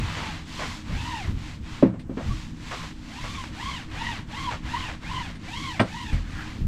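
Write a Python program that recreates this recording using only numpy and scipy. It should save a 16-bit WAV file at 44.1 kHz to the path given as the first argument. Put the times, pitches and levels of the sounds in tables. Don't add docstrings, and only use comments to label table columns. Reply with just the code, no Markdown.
import sys
import numpy as np
from scipy import signal
from scipy.fft import rfft, irfft
from scipy.io import wavfile
from scipy.ndimage import uniform_filter1d

SR = 44100
rng = np.random.default_rng(int(sys.argv[2]) if len(sys.argv) > 2 else 0)


def bounce(signal):
    frames = np.transpose(np.atleast_2d(signal))
    limited = np.clip(frames, -1, 1)
    pcm = np.round(limited * 32767).astype(np.int16)
    wavfile.write(sys.argv[1], SR, pcm)


N = 294147
TIME = np.arange(N) / SR

# frequency in Hz, relative level in dB.
RUMBLE_SPECTRUM = [(12, -7), (35, 2.5), (90, 3.5), (140, -1), (250, -10), (450, -24.5), (1200, -57.5)]


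def amp(db):
    return 10 ** (np.asarray(db) / 20)


def unit(x):
    return x / np.sqrt(np.mean(x ** 2) + 1e-20)


def colour(x, spectrum):
    hz, db = np.transpose(spectrum)
    bin_hz = np.fft.rfftfreq(len(x), 1 / SR)
    gain = amp(np.interp(np.log(bin_hz + 1), np.log(hz), db))
    return unit(irfft(rfft(x) * gain, len(x)))


def wander(hz):
    knots = rng.standard_normal(8192)
    return unit(np.interp(TIME * hz, np.arange(len(knots)), knots))


def add(mix, start, sound):
    part = mix[max(round(start * SR), 0):][:len(sound)]
    part += sound[:len(part)]


def ring(modes, rise_s):
    t = np.arange(SR // 2) / SR
    tone = sum(amp(db - 60 * t / t60) * np.sin(2 * np.pi * (hz * t + rng.random()))
               for hz, db, t60 in modes)
    return tone * (1 - np.exp(-t / rise_s))


def flicks(per_s, spread_db):
    sizes = amp(spread_db * np.minimum(rng.exponential(1, N), 4))
    return rng.standard_normal(N) * sizes * (rng.random(N) < per_s / SR)


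def marina(air_db=-43, breeze_db=-42, gust_db=3.0):
    # frequency in Hz, relative level in dB.
    air_spectrum = [(40, 7.5), (150, -1), (310, -0.5), (380, -13), (600, -19), (1500, -22.5), (4000, -37),
                    (8000, -35.5), (15000, -83)]
    # centre in Hz, width in Hz, level in dB.
    drone_bands = [(162.3, 8.9, -49), (218, 10, -51), (249.8, 12, -50.5), (310.7, 14, -51)]
    air = amp(air_db) * colour(rng.standard_normal(N), air_spectrum)
    drone = np.zeros(N)
    for hz, width, db in drone_bands:
        waver = wander(2 * width) + 1j * wander(2 * width)
        drone += amp(db) * unit((waver * np.exp(2j * np.pi * hz * TIME)).real)
    breeze = colour(rng.standard_normal(N), RUMBLE_SPECTRUM) * amp(breeze_db + gust_db * wander(25))
    return air + drone + breeze


def brush_motion(fold_s=0.03476, settle_s=0.011):
    # start in seconds, length in seconds, place of the top speed 0-1, top ridge rate in Hz,
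    # relative scrape in dB, relative hiss in dB, grip (pitched share of the scrape at speed) 0-1.
    strokes = [(-0.142, 0.6, 0.52, 970, -34, -46.5, 0.16), (0.441, 0.4, 0.51, 1093, -38, -44.5, 0.34),
               (0.825, 0.52, 0.51, 956, -35, -46.5, 0.76), (1.301, 0.29, 0.61, 872, -43.5, -52, 0.25),
               (1.609, 0.26, 0.54, 907, -41.9, -52.5, 0.03), (2.144, 0.4, 0.51, 1145, -45, -51, 0.07),
               (2.544, 0.4, 0.6, 1165, -39.5, -47.5, 0.18), (2.96, 0.57, 0.63, 1161, -38, -47, 0.61),
               (3.508, 0.36, 0.5, 1103, -34, -46.5, 0.82), (3.888, 0.34, 0.53, 971.6, -31.5, -46.5, 0.78),
               (4.283, 0.324, 0.44, 1111, -33.5, -47.6, 0.74), (4.628, 0.35, 0.45, 1028, -32.5, -47, 0.72),
               (5.01, 0.35, 0.43, 1033, -34.5, -48.5, 0.73), (5.411, 0.43, 0.52, 1103, -33.5, -46, 0.94),
               (5.832, 0.445, 0.38, 962, -37.6, -49, 0.89), (6.212, 0.45, 0.48, 811, -42, -52.5, 0.22)]
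    rate_power, scrape_power, hiss_power = 0.6, 0.92, 0.85
    turn_scrape_db, turn_hiss_db = -17.5, -14
    controls = np.zeros((4, N))
    for start, length, top_at, top_hz, scrape_db, hiss_db, grip in strokes:
        outside_s = np.maximum(np.maximum(start - TIME, TIME - start - length), 0)
        active = outside_s < 10 * fold_s
        progress = np.clip((TIME[active] - start) / length, 0, 1)
        skew = np.log(0.5) / np.log(top_at)
        swing = abs(np.sin(np.pi * progress ** skew))
        fold = np.exp(-outside_s[active] / fold_s)
        stroke = [top_hz * swing ** rate_power,
                  amp(scrape_db) * np.hypot(swing ** scrape_power, amp(turn_scrape_db) * fold),
                  amp(hiss_db) * np.hypot(swing ** hiss_power, amp(turn_hiss_db) * fold),
                  grip * fold]
        controls[:, active] = np.maximum(controls[:, active], stroke)
    ridge_hz, scrape_gain, hiss_gain, grip = uniform_filter1d(controls, int(settle_s * SR), axis=1)
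    return ridge_hz, scrape_gain, hiss_gain, np.clip(grip, 0, 1)


def tuft_buzz(ridge_hz, grip, swell_db=2.0, chatter=0.83, tufts=8):
    # multiple of the ridge rate, relative level in dB.
    partials = [(1, -0.5), (2, -3.5), (3, -1.5), (4, -7.5)]
    # frequency in Hz, gain in dB.
    block_response = [(300, 3.5), (650, -3.5), (850, -5), (1000, 1.5), (1120, -0.5), (1400, -4.5),
                      (1900, 0), (2900, -3), (3500, -2.5), (5500, -11)]
    gripping_hz, skidding_hz = 35, 90
    shaky_hz = ridge_hz + 16 * wander(35)
    spread_hz = gripping_hz + (skidding_hz - gripping_hz) * (1 - grip) ** 2
    cycles = np.array([np.cumsum(shaky_hz + spread_hz * wander(140)) / SR for _ in range(tufts)])
    phase = 2 * np.pi * (cycles % 1)
    force = np.array([1 + chatter * wander(170) for _ in range(tufts)])
    plucks = sum((force * np.cos(multiple * phase)).sum(0) * amp(db + swell_db * wander(30))
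                 for multiple, db in partials)
    return colour(plucks, block_response)


def bristles(ridge_hz, scrape_gain, hiss_gain, grip, flutter_db=0.06):
    # frequency in Hz, relative level in dB.
    scrape_spectrum = [(200, -17), (450, -5.5), (650, -2.5), (1000, 5), (1400, 1.5), (2000, 3),
                       (3200, -2.5), (4500, -7.5), (8000, -46)]
    hiss_spectrum = [(500, -32), (1500, -4), (3200, 2), (4500, -0.5), (7600, -7), (9200, -17), (10200, -17),
                     (11200, -25), (12300, -23), (15500, -31)]
    pitched = grip * np.clip((ridge_hz - 450) / 400, 0, 1)
    buzz = amp(1.5) * tuft_buzz(ridge_hz, grip)
    skid = colour(flicks(per_s=9000, spread_db=1.5), scrape_spectrum)
    scrape = np.sqrt(pitched) * buzz + np.sqrt(1 - pitched) * skid
    hiss = colour(flicks(per_s=20000, spread_db=-0.2), hiss_spectrum)
    rub = scrape * scrape_gain * amp(-2.0) + hiss * hiss_gain * amp(3.5)
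    return rub * amp(flutter_db * wander(110))


def deck_rumble(scrape_gain):
    return amp(-6) * scrape_gain * colour(rng.standard_normal(N), RUMBLE_SPECTRUM)


def footsteps(swell_s=0.044, fade_s=0.08):
    # time in seconds, gain of the deck's ring in dB, level of the thud in dB.
    footfalls = [(0.0, -16.5, -25), (.925, -16, -27.5), (1.292, -16, -25), (2.285, -13.5, -26.5),
                 (6.128, -7.5, -32.5), (6.608, -10.5, -32), (6.647, -9.5, -35)]
    # frequency in Hz, relative level in dB, t60 in seconds.
    flex_modes = [(40.3, -8.5, 0.42), (83.9, -13, 0.43), (127, -13.5, 0.15), (153, -36, 0.099),
                  (198, -17.5, 0.15)]
    flex, load = np.zeros(N), np.zeros(N)
    for at, ring_db, thud_db in footfalls:
        add(flex, at, amp(ring_db) * ring(flex_modes, rise_s=0.0039))
        load += amp(thud_db) * np.exp(-np.maximum((at - TIME) / swell_s, (TIME - at) / fade_s))
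    return flex + load * colour(rng.standard_normal(N), RUMBLE_SPECTRUM)


def seam_rasps():
    # start in seconds, length in seconds, level in dB.
    crossings = [(0.163, 0.15, -37.5), (0.589, 0.11, -32), (2.196, 0.23, -46.5), (2.71, 0.08, -33.5),
                 (2.835, 0.027, -40), (3.238, 0.059, -38.5), (3.439, 0.016, -35.5), (3.945, 0.05, -44),
                 (4.507, 0.072, -33.5), (4.883, 0.052, -40.5), (5.183, 0.024, -50)]
    # frequency in Hz, relative level in dB.
    rasp_spectrum = [(200, -6), (450, 9), (1100, 9), (2500, 3), (4000, -6), (7500, -13.5), (10000, -33),
                     (15000, -42)]
    envelope = np.zeros(N)
    for start, length, db in crossings:
        progress = np.linspace(0, 1, int(length * SR))
        add(envelope, start, amp(db) * np.sin(np.pi * progress ** 0.42))
    return envelope * colour(flicks(per_s=4000, spread_db=1.5), rasp_spectrum)


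def tuft_chirps(ridge_hz, jitter_hz=24, tremble=0.43):
    # start in seconds, length in seconds, level in dB.
    chirps = [(0.215, 0.13, -39), (1.0, 0.28, -36.5), (2.291, 0.053, -40), (3.354, 0.081, -38),
              (3.604, .14, -37), (3.98, 0.11, -40.5), (4.458, 0.058, -32), (4.701, .11, -29.5),
              (5.112, 0.13, -33), (5.569, 0.18, -42), (5.928, 0.094, -46)]
    envelope = np.zeros(N)
    for start, length, db in chirps:
        add(envelope, start, amp(db) * signal.windows.hann(int(length * SR)))
    cycles = np.cumsum(ridge_hz + jitter_hz * wander(140)) / SR
    return envelope * unit(np.sin(2 * np.pi * cycles) * (1 + tremble * wander(120)))


def knocks(blows, modes, crack_t60):
    # frequency in Hz, relative level in dB.
    crack_spectrum = [(150, -11), (600, 11), (1100, 2), (2200, -6.5), (4000, -18), (8000, -39),
                      (15000, -60)]
    out, t = np.zeros(N), np.arange(SR // 2) / SR
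    for start, ring_db, crack_db, rise_s in blows:
        envelope = amp(crack_db - 60 * t / crack_t60) * (1 - np.exp(-t / rise_s))
        crack = envelope * colour(rng.standard_normal(len(t)), crack_spectrum)
        add(out, start, amp(ring_db) * ring(modes, rise_s) + crack)
    return out


def deck_knocks():
    # start in seconds, ring gain in dB, crack gain in dB, rise in seconds.
    blows = [(1.8258, 2, -28.5, 0.0011), (1.938, -29, -44.5, 0.0014), (2.092, -18, -43, 0.0057),
             (2.170, -17.5, -31.5, 0.0033), (5.806, -10.5, -44, 0.0035)]
    # frequency in Hz, relative level in dB, t60 in seconds.
    deck_modes = [(116.2, -24.5, 0.48), (180.9, -16.5, 0.33), (207.4, -16, 0.27), (261.1, -5, 0.12),
                  (324.3, -14, 0.19), (385.5, -11.5, 0.098), (467, -18.5, 0.12), (530, -19, 0.15),
                  (553, -21.5, 0.15), (597, -13, 0.041), (868, -36, 0.1), (1003, -34, 0.11),
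                  (1090, -30.5, 0.092), (1280, -37, 0.084)]
    return knocks(blows, deck_modes, crack_t60=0.27)


def pole_ticks(t60=0.12, rise_s=0.0031):
    # start in seconds, gain in dB.
    ticks = [(1.993, -44), (5.351, -43.5), (5.798, -27), (6.126, -37)]
    # frequency in Hz, relative level in dB.
    tick_spectrum = [(900, -8), (1900, 7), (2700, 0), (4500, -1.5), (7500, -19), (8500, -8.5), (9500, -17),
                     (15000, -41)]
    out, t = np.zeros(N), np.arange(SR // 4) / SR
    for start, db in ticks:
        envelope = amp(db - 60 * t / t60) * (1 - np.exp(-t / rise_s))
        add(out, start, envelope * colour(rng.standard_normal(len(t)), tick_spectrum))
    return out


def head_knocks():
    # start in seconds, ring gain in dB, crack gain in dB, rise in seconds.
    blows = [(5.795, -0.5, -18, 0.0032), (6.125, -40, -39, 0.0022)]
    # frequency in Hz, relative level in dB, t60 in seconds.
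    head_modes = [(108.8, -14.5, 0.2), (223.3, -12.5, 0.094), (258.7, -30.5, 0.11), (381, -25, 0.079),
                  (611.7, -20, 0.15), (670, -20, 0.11), (742, -27, 0.075), (944, -28, 0.11),
                  (1058, -20, 0.11), (1245, -22, 0.097), (1342, -22.5, 0.14), (1573, -18.5, 0.11),
                  (1862, -17.5, 0.064), (1970, -14, 0.032), (2316, -15.5, 0.034), (2410, -20, 0.05),
                  (2856, -14, 0.026), (3404, -23, 0.055), (4900, -37, 0.079), (8300, -46, 0.19)]
    return knocks(blows, head_modes, crack_t60=0.16)


def sole_scuff():
    # time in seconds, level in dB.
    swivel = [(6.24, -53), (6.33, -50), (6.4, -38), (6.46, -47), (6.54, -73)]
    # frequency in Hz, relative level in dB.
    sole_spectrum = [(600, -24.5), (1250, -8), (1550, 0), (1750, -1), (2200, -15), (5000, -42)]
    times, db = np.transpose(swivel)
    envelope = amp(np.interp(TIME, times, db)) * (TIME > times[0])
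    return envelope * colour(flicks(per_s=3800, spread_db=1.5), sole_spectrum)


def scene():
    ridge_hz, scrape_gain, hiss_gain, grip = brush_motion()
    brush = bristles(ridge_hz, scrape_gain, hiss_gain, grip) + tuft_chirps(ridge_hz) + seam_rasps()
    rumble = deck_rumble(scrape_gain)
    bumps = deck_knocks() + head_knocks() + pole_ticks()
    feet = sole_scuff() + footsteps()
    return (brush + rumble + bumps + feet + marina())[None]


def record(dry, ceiling=0.9, cutoff_hz=15600):
    rounded = dry / (1 + (dry / ceiling) ** 6) ** (1 / 6)
    lowpass = signal.firwin(511, cutoff_hz, window=("kaiser", 9), fs=SR)
    return signal.oaconvolve(rounded, lowpass[None], "same")


dry = scene()
out = record(dry)
bounce(out)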